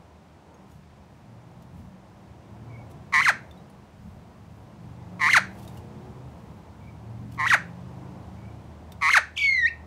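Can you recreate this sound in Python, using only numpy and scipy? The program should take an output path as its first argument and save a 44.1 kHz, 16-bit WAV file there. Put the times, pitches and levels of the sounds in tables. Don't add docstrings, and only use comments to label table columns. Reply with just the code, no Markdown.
import sys
import numpy as np
from scipy import signal
from scipy.fft import rfft, irfft, next_fast_len
from scipy.io import wavfile
from scipy.ndimage import uniform_filter1d, map_coordinates

SR = 44100
rng = np.random.default_rng(int(sys.argv[2]) if len(sys.argv) > 2 else 0)


def waveform_to_disk(signal):
    frames = np.transpose(np.atleast_2d(signal))
    scaled = np.clip(frames, -1, 1) * 32767
    samples = np.round(scaled).astype(np.int16)
    wavfile.write(sys.argv[1], SR, samples)


N = 434826
TOP_HZ = 15720

# f/Hz, level/dB
BREATH = [(400, -42.5), (1000, -4.5), (2000, -15.5), (2750, 2), (4100, -5.5), (5100, -10), (6500, -4.5),
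          (7400, -11), (9500, -12), (10400, -20.5), (11700, -14), (15500, -33.5)]
# f/Hz, level/dB
FRICTION = [(1000, -6), (3000, 4.5), (7000, 1.5), (13000, 0.5), (16000, -2.5)]
# t/s, length/s, start rate/Hz, end rate/Hz, level/dB, swell/dB, tyre swell/dB
PULLS = [(0.9, 1.5, 21, 29, -55.5, 0, 0.5), (2.1, 1.7, 26.6, 33, -48.5, -2, 3),
         (4.4, 2.17, 21.2, 33.7, -45, 8, 6), (6.7, 2.3, 21.4, 29.2, -45, -5, 6)]


def amp(db):
    return 10 ** (np.asarray(db) / 20)


def unit(x):
    return x / np.sqrt(np.mean(x ** 2) + 1e-20)


def along(points, hz):
    f, values = np.transpose(points)
    return np.interp(np.log(np.abs(hz) + 1), np.log(f + 1), values)


def wobble(rate_hz, size):
    knots = rng.standard_normal(int(size * rate_hz / SR) + 4)
    return map_coordinates(knots, [np.arange(size) * rate_hz / SR], mode="nearest")


def edges(t, length_s, fade_s):
    return np.maximum(1 - np.minimum(t, length_s - t) / fade_s, 0)


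def phase_of(hz):
    return 2 * np.pi * np.cumsum(hz) / SR


def filtered(x, gain):
    size = next_fast_len(len(x) + 8192)
    return irfft(rfft(x, size) * gain(np.fft.rfftfreq(size, 1 / SR)), size)[:len(x)]


def noise(spectrum, size):
    return unit(filtered(rng.standard_normal(size), lambda hz: amp(along(spectrum, hz))))


def add(track, start_s, x):
    part = track[max(round(start_s * SR), 0):][:len(x)]
    part += x[:len(part)]


def syrinx(pitch_hz, slope_db, rasp_db, shimmer_db, purity_db, partials=14):
    # f/Hz, gain/dB
    throat = [(300, -41.5), (560, -7.5), (1000, -6.5), (1600, 8), (2050, 1), (2520, -3), (2850, -18),
              (3400, -20.5), (4100, -11), (5000, -19.5), (6300, -16), (7300, -25.5), (9600, -22),
              (15000, -52.5)]
    size = len(pitch_hz)
    phase = phase_of(pitch_hz)
    k = np.arange(1, partials + 1)[:, None]
    tilt_db = slope_db * np.log2(np.maximum(k / 2, 1))
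    gains = amp(along(throat, k * pitch_hz) + tilt_db) * (k * pitch_hz < TOP_HZ)
    gains[1:] *= amp(np.minimum(2200 - pitch_hz, 0) / 55 - purity_db)
    gains /= np.sqrt(np.sum(gains ** 2, axis=0) / 2)
    shimmer = amp(shimmer_db * np.minimum((k - 1) / 4, 1) * np.array([wobble(342, size) for _ in k]))
    tone = np.sum(gains * shimmer * np.sin(k * phase + rng.uniform(0, 2 * np.pi, k.shape)), axis=0)
    air_gain = amp(rasp_db)
    hiss = air_gain * noise(BREATH, size) * (1 + np.cos(phase) / 2)
    return (tone + hiss) / np.sqrt(1 + air_gain ** 2)


def squawk_gesture(attack_s, buzz_s, climb_s, low_hz, top_hz, ring_hz, fall_s,
                   buzz_db, swell_db, accent_db, plunge_db):
    # f/Hz, gain/dB
    coupling = [(500, -27), (640, -7), (760, 0), (950, 1), (1100, -4), (1300, -4), (1600, -3.5), (1950, -1),
                (2100, -0.5), (2750, -13.5), (3300, -17.5)]
    turn_s, hold_s, plunge_s = .015, .007, .07
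    bend_hz, break_hz, plunge_hz = 169.2, 2713, 2234
    catch_s = buzz_s + climb_s + turn_s
    t = np.arange(round((catch_s + plunge_s) * SR)) / SR
    since_s = np.maximum(t - catch_s, 0)
    stages = [t < buzz_s, t < catch_s]

    scoop_hz = 149.1 * np.exp(-t / .02)
    buzz_hz = low_hz + scoop_hz + bend_hz * np.exp(np.minimum(t - buzz_s, 0) / .013)
    flip_hz = np.interp(t, [buzz_s, buzz_s + climb_s, catch_s], [low_hz + bend_hz, top_hz, break_hz])
    flip_hz = np.where(flip_hz < break_hz, np.minimum(flip_hz, ring_hz), flip_hz)
    fall_hz = np.where(since_s < hold_s, ring_hz, plunge_hz * np.exp(-since_s / fall_s))
    pitch_hz = np.select(stages, [buzz_hz, flip_hz], fall_hz)

    onset_db = 15 * np.maximum(1 - (t / attack_s) ** 2, 0)
    low_db = buzz_db + swell_db * t / buzz_s - onset_db + .8 * wobble(120, len(t))
    full_db = plunge_db + along(coupling, pitch_hz)
    climb_db = full_db - 5 * (pitch_hz < break_hz)
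    catch_db = accent_db * np.exp(-(since_s / .009) ** 2)
    tear_db = 1.5 * (since_s > hold_s) * wobble(450, len(t))
    db = np.select(stages, [low_db, climb_db], full_db + catch_db + tear_db)
    return t, uniform_filter1d(pitch_hz, size=90), uniform_filter1d(db, size=70), ring_hz


def squawk(t, pitch_hz, db, ring_hz, mellow_db, flutter_hz=152, swing=.11, throb_db=4, crack_db=18):
    buzzing = np.clip((1600 - np.maximum.accumulate(pitch_hz)) / 350, 0, 1)
    rising = (1 - buzzing) * (t < t[np.argmax(pitch_hz)])
    cracked = np.clip((pitch_hz - 2200) / 600, 0, 1)
    effort_db = np.clip(db + 18.5, -8, 5)
    beat = phase_of(flutter_hz * (1 + .023 * wobble(54, len(t))))
    jitter = (.017 * (1 - .5 * buzzing) + .0504 * cracked) * wobble(900, len(t))
    pitch_hz = pitch_hz * (1 + swing * buzzing * np.cos(beat) + jitter)
    flutter_db = buzzing * (throb_db * np.cos(beat + 2.62) - .8)
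    slope_db = -4.6 + .78 * np.maximum(effort_db, 0) - .5 * mellow_db
    rasp_db = -20 + .4 * effort_db - 3.5 * buzzing + crack_db * cracked - .34 * mellow_db
    purity_db = -.4 * np.minimum(effort_db, 0) + 4 * rising + (1.44 * mellow_db - 1.5) * buzzing
    voice = syrinx(pitch_hz, slope_db, rasp_db, shimmer_db=2 - 2.2 * buzzing, purity_db=purity_db)
    windpipe = np.sin(2 * np.pi * ring_hz * t + .88 * wobble(300, len(t)))
    return amp(db + flutter_db) * (voice * (1 - .25 * cracked) + .8 * cracked * windpipe)


def whistle(start_hz=2317, flick_hz=1010, flick_at_s=9.674, flick_s=.00586, hitch_hz=109, hitch_s=.004):
    # t/s, level/dB
    envelope = [(9.38, -34), (9.388, -29.5), (9.468, -19), (9.524, -19.5), (9.534, -24.5), (9.632, -21),
                (9.658, -15.5), (9.7, -41.5)]
    # t/s, level change/dB
    chokes = [(9.407, -6), (9.536, 1.5), (9.572, -5.5), (9.611, -7)]
    t = np.arange(round(envelope[0][0] * SR), round(envelope[-1][0] * SR)) / SR
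    age_s = t - t[0]
    flick = (1 + np.tanh((t - flick_at_s) / (2 * flick_s))) / 2
    choke_s, choke_db = np.transpose(chokes)
    hitches = np.exp(-((t - choke_s[:, None]) / hitch_s) ** 2)
    sag_hz = 900 * age_s + 3500 * age_s ** 2
    pitch_hz = start_hz - sag_hz + flick_hz * flick + hitch_hz * hitches.sum(0)
    pitch_hz *= 1 + (.0029 + .015 * flick) * wobble(252, len(t))
    db = np.interp(t, *np.transpose(envelope)) + choke_db @ hitches - 3 * flick
    db += 1.5 * wobble(171.7, len(t)) - 22 * edges(age_s, age_s[-1], fade_s=.0056)
    rasp_db = -41.5 + 13 * (hitches.sum(0) + flick)
    voice = syrinx(pitch_hz, slope_db=-20, rasp_db=rasp_db, shimmer_db=6.5, purity_db=3.5)
    out = np.zeros(N)
    add(out, t[0], amp(db) * voice)
    return out


def warble(start_s=9.36, length_s=.116, centre_hz=3005, swing_hz=550, rate_hz=38.6):
    t = np.arange(round(length_s * SR)) / SR
    swing = np.cos(2 * np.pi * rate_hz * t)
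    phase = phase_of(centre_hz + swing_hz * swing + 80 * wobble(600, len(t)))
    db = -33.5 - 14 * edges(t, length_s, fade_s=.016)
    db += 3 * wobble(230, len(t)) - 2.5 * swing
    tone = np.sqrt(2) * np.sin(phase) + amp(-14) * np.sin(2 * phase)
    out = np.zeros(N)
    add(out, start_s, amp(db) * (tone + amp(-15.5) * noise(BREATH, len(t))))
    return out


def two_voices():
    lower, upper = whistle(), warble()
    return lower + upper + filtered(1.5 * lower * upper, lambda hz: hz > 4000)


def ticks(attack_s=.0007):
    # t/s, level/dB, f/Hz, t60/s, scrape gain
    strikes = [(0.543, -46.5, 6500, 0.046, .12), (0.714, -50, 6800, .05, .12),
               (3.511, -34.5, 3560, .03, .1), (3.574, -48.5, 3850, 0.11, .1),
               (3.698, -51, 9430, 0.058, .32), (5.6765, -35, 3730, .04, .32), (5.772, -41, 2870, .07, .32),
               (7.32, -45, 2900, .05, .32), (8.920, -35, 3650, .034, .38)]
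    out = np.zeros(N)
    t = np.arange(SR // 5) / SR
    for start_s, db, hz, t60_s, scrape in strikes:
        tick = .36 * np.sin(2 * np.pi * hz * t) + scrape * noise(FRICTION, len(t))
        add(out, start_s, amp(db - 60 * t / t60_s) * tick * (1 - np.exp(-t / attack_s)))
    return out


def wings():
    # t/s, half length/s, level/dB
    strokes = [(0.737, .04, -66.5), (1.627, .012, -66.5), (2.916, 0.019, -63), (5.604, .07, -58),
               (5.733, .06, -63), (7.342, .03, -62)]
    t = np.arange(N) / SR
    envelope = sum(amp(db) * np.exp(-((t - at_s) / half_s) ** 2) for at_s, half_s, db in strokes)
    return envelope * unit(noise(FRICTION, N) * amp(4 * wobble(250, N)))


def porch(x, early_db=-19, tail_db=-17, echoes=8, build_s=.0071):
    # f/Hz, t60/s
    decay = [(300, 0.12), (1800, 0.31), (4000, 0.28), (8000, .27), (15000, 0.038)]
    hz, t, spectra = signal.stft(rng.standard_normal(SR // 2), SR, nperseg=256)
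    tail = signal.istft(spectra * amp(-60 * t / along(decay, hz)[:, None]), SR, nperseg=256)[1]
    tail *= 1 - np.exp(-np.arange(len(tail)) / SR / build_s)
    signs = rng.choice([-1, 1], echoes)
    delays_s = rng.uniform(.002, .025, echoes)
    early = np.zeros(len(tail))
    early[(delays_s * SR).astype(int)] = signs / np.sqrt(echoes)
    response = amp(early_db) * early + amp(tail_db) * tail / np.linalg.norm(tail)
    return x + signal.fftconvolve(x, response)[:N]


def far_bird(half_s=.063):
    # t/s, f/Hz, level/dB
    notes = [(2.77, 2260, -57.5), (6.88, 2290, -60), (8.45, 2270, -61.5)]
    t = np.arange(N) / SR
    drift = phase_of(55 * wobble(160, N))
    pipes = sum(amp(db) * np.exp(-((t - at_s) / half_s) ** 2) * np.sin(2 * np.pi * hz * t + drift)
                for at_s, hz, db in notes)
    return pipes * amp(4.3 * wobble(90, N))


def traffic(bump_s=1.79):
    # t/s, level/dB
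    envelope = [(0, -53), (1.7, -50), (3, -49.5), (4.1, -49.5), (5.7, -46.5), (8.2, -47), (9.4, -51)]
    # f/Hz, level/dB
    rumble = [(20, -37), (40, -14), (62, -5.5), (80, 0.5), (125, -2), (195, -1), (240, -8.5), (330, -34),
              (600, -51)]
    t = np.arange(N) / SR
    bump_db = 8 * np.exp(-((t - bump_s) / .05) ** 2)
    db = np.interp(t, *np.transpose(envelope)) + bump_db + 2 * wobble(7.6, N)
    return amp(db) * noise(rumble, N)


def tyres(peak_share=.59, width_share=.42):
    # f/Hz, level/dB
    road = [(150, -31.5), (290, 3.5), (430, -1), (720, 1), (1000, -2), (1400, -16), (2500, -46.5)]
    # f/Hz, level/dB
    hiss = [(600, -2.5), (1300, 4), (2200, -0.5), (4000, -7.5), (6000, -10.5), (9500, -17), (10500, -23),
            (15500, -29)]
    t = np.arange(N) / SR
    db = -60.5
    for start_s, length_s, *_, swell_db in PULLS:
        progress = (t - start_s) / length_s
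        db += swell_db * np.exp(-((progress - peak_share) / width_share) ** 2)
    roar = amp(db + 4 + 1.41 * wobble(6, N)) * noise(road, N)
    return roar + amp(.6 * db - 27) * noise(hiss, N)


def idling_motor(hum_hz=78):
    # t/s, level/dB
    envelope = [(0, -60.5), (7.5, -54), (9, -45.5), (9.86, -43)]
    db = np.interp(np.arange(N) / SR, *np.transpose(envelope)) + 1.5 * wobble(4.6, N)
    return amp(db) * np.sin(phase_of(hum_hz + .5 * wobble(2.4, N)))


def engine(throttle_s=.5, throttle_db=12):
    # multiple of the cycle rate, level/dB
    orders = [(3, -6), (4, -0.5), (5, 2), (7, 1), (9, 1), (11, -0.5), (12, 2), (14, -4), (16, -6.5)]
    # f/Hz, gain/dB
    exhaust = [(60, -10.5), (95, -4), (118, 2.5), (150, -7), (185, 1.5), (230, -14), (330, -13), (400, -15),
               (520, -5.5)]
    out = np.zeros(N)
    for start_s, length_s, first_hz, last_hz, level_db, swell_db, _ in PULLS:
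        t = np.arange(round(length_s * SR)) / SR
        cycle_hz = first_hz + (last_hz - first_hz) * t / length_s
        db = level_db + swell_db * (t / length_s - .5) - throttle_db * edges(t, length_s, throttle_s)
        phase = phase_of(cycle_hz * (1 + .005 * wobble(14, len(t))))
        for k, order_db in orders:
            fading_db = 2.5 * wobble(7, len(t))
            gain = amp(db + order_db + along(exhaust, k * cycle_hz) + fading_db)
            add(out, start_s, gain * np.sin(k * phase + rng.uniform(0, 2 * np.pi)))
    return out


def scene():
    # t/s, attack/s, buzz/s, climb/s, low pitch/Hz, top pitch/Hz, windpipe resonance/Hz,
    # plunge time constant/s, buzz/dB, buzz swell/dB, catch accent/dB, plunge/dB, mellowness/dB
    calls = [(3.124, 0.016, .086, .025, 1020, 3140, 2078, 0.045, -17, -2.5, -4, -15, 1.2),
             (5.194, 0.022, 0.094, 0.029, 1017, 3150, 2085, .043, -22.5, 3.5, 1, -13, 1),
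             (7.376, 0.018, .085, .026, 1018, 3550, 1924, .041, -27.5, 4, -1, -14, 4.5),
             (9.011, 0.013, 0.086, .022, 1059, 3100, 2095, .042, -23, 5, 0, -13.5, 1.2)]
    birds = two_voices() + ticks() + wings()
    for start_s, *shape, mellow_db in calls:
        add(birds, start_s, squawk(*squawk_gesture(*shape), mellow_db))
    return (porch(birds) + far_bird() + traffic() + tyres() + idling_motor() + engine())[None]


def record(dry):
    return np.array([filtered(x, lambda hz: hz < TOP_HZ) for x in dry])


dry = scene()
out = record(dry)
waveform_to_disk(out)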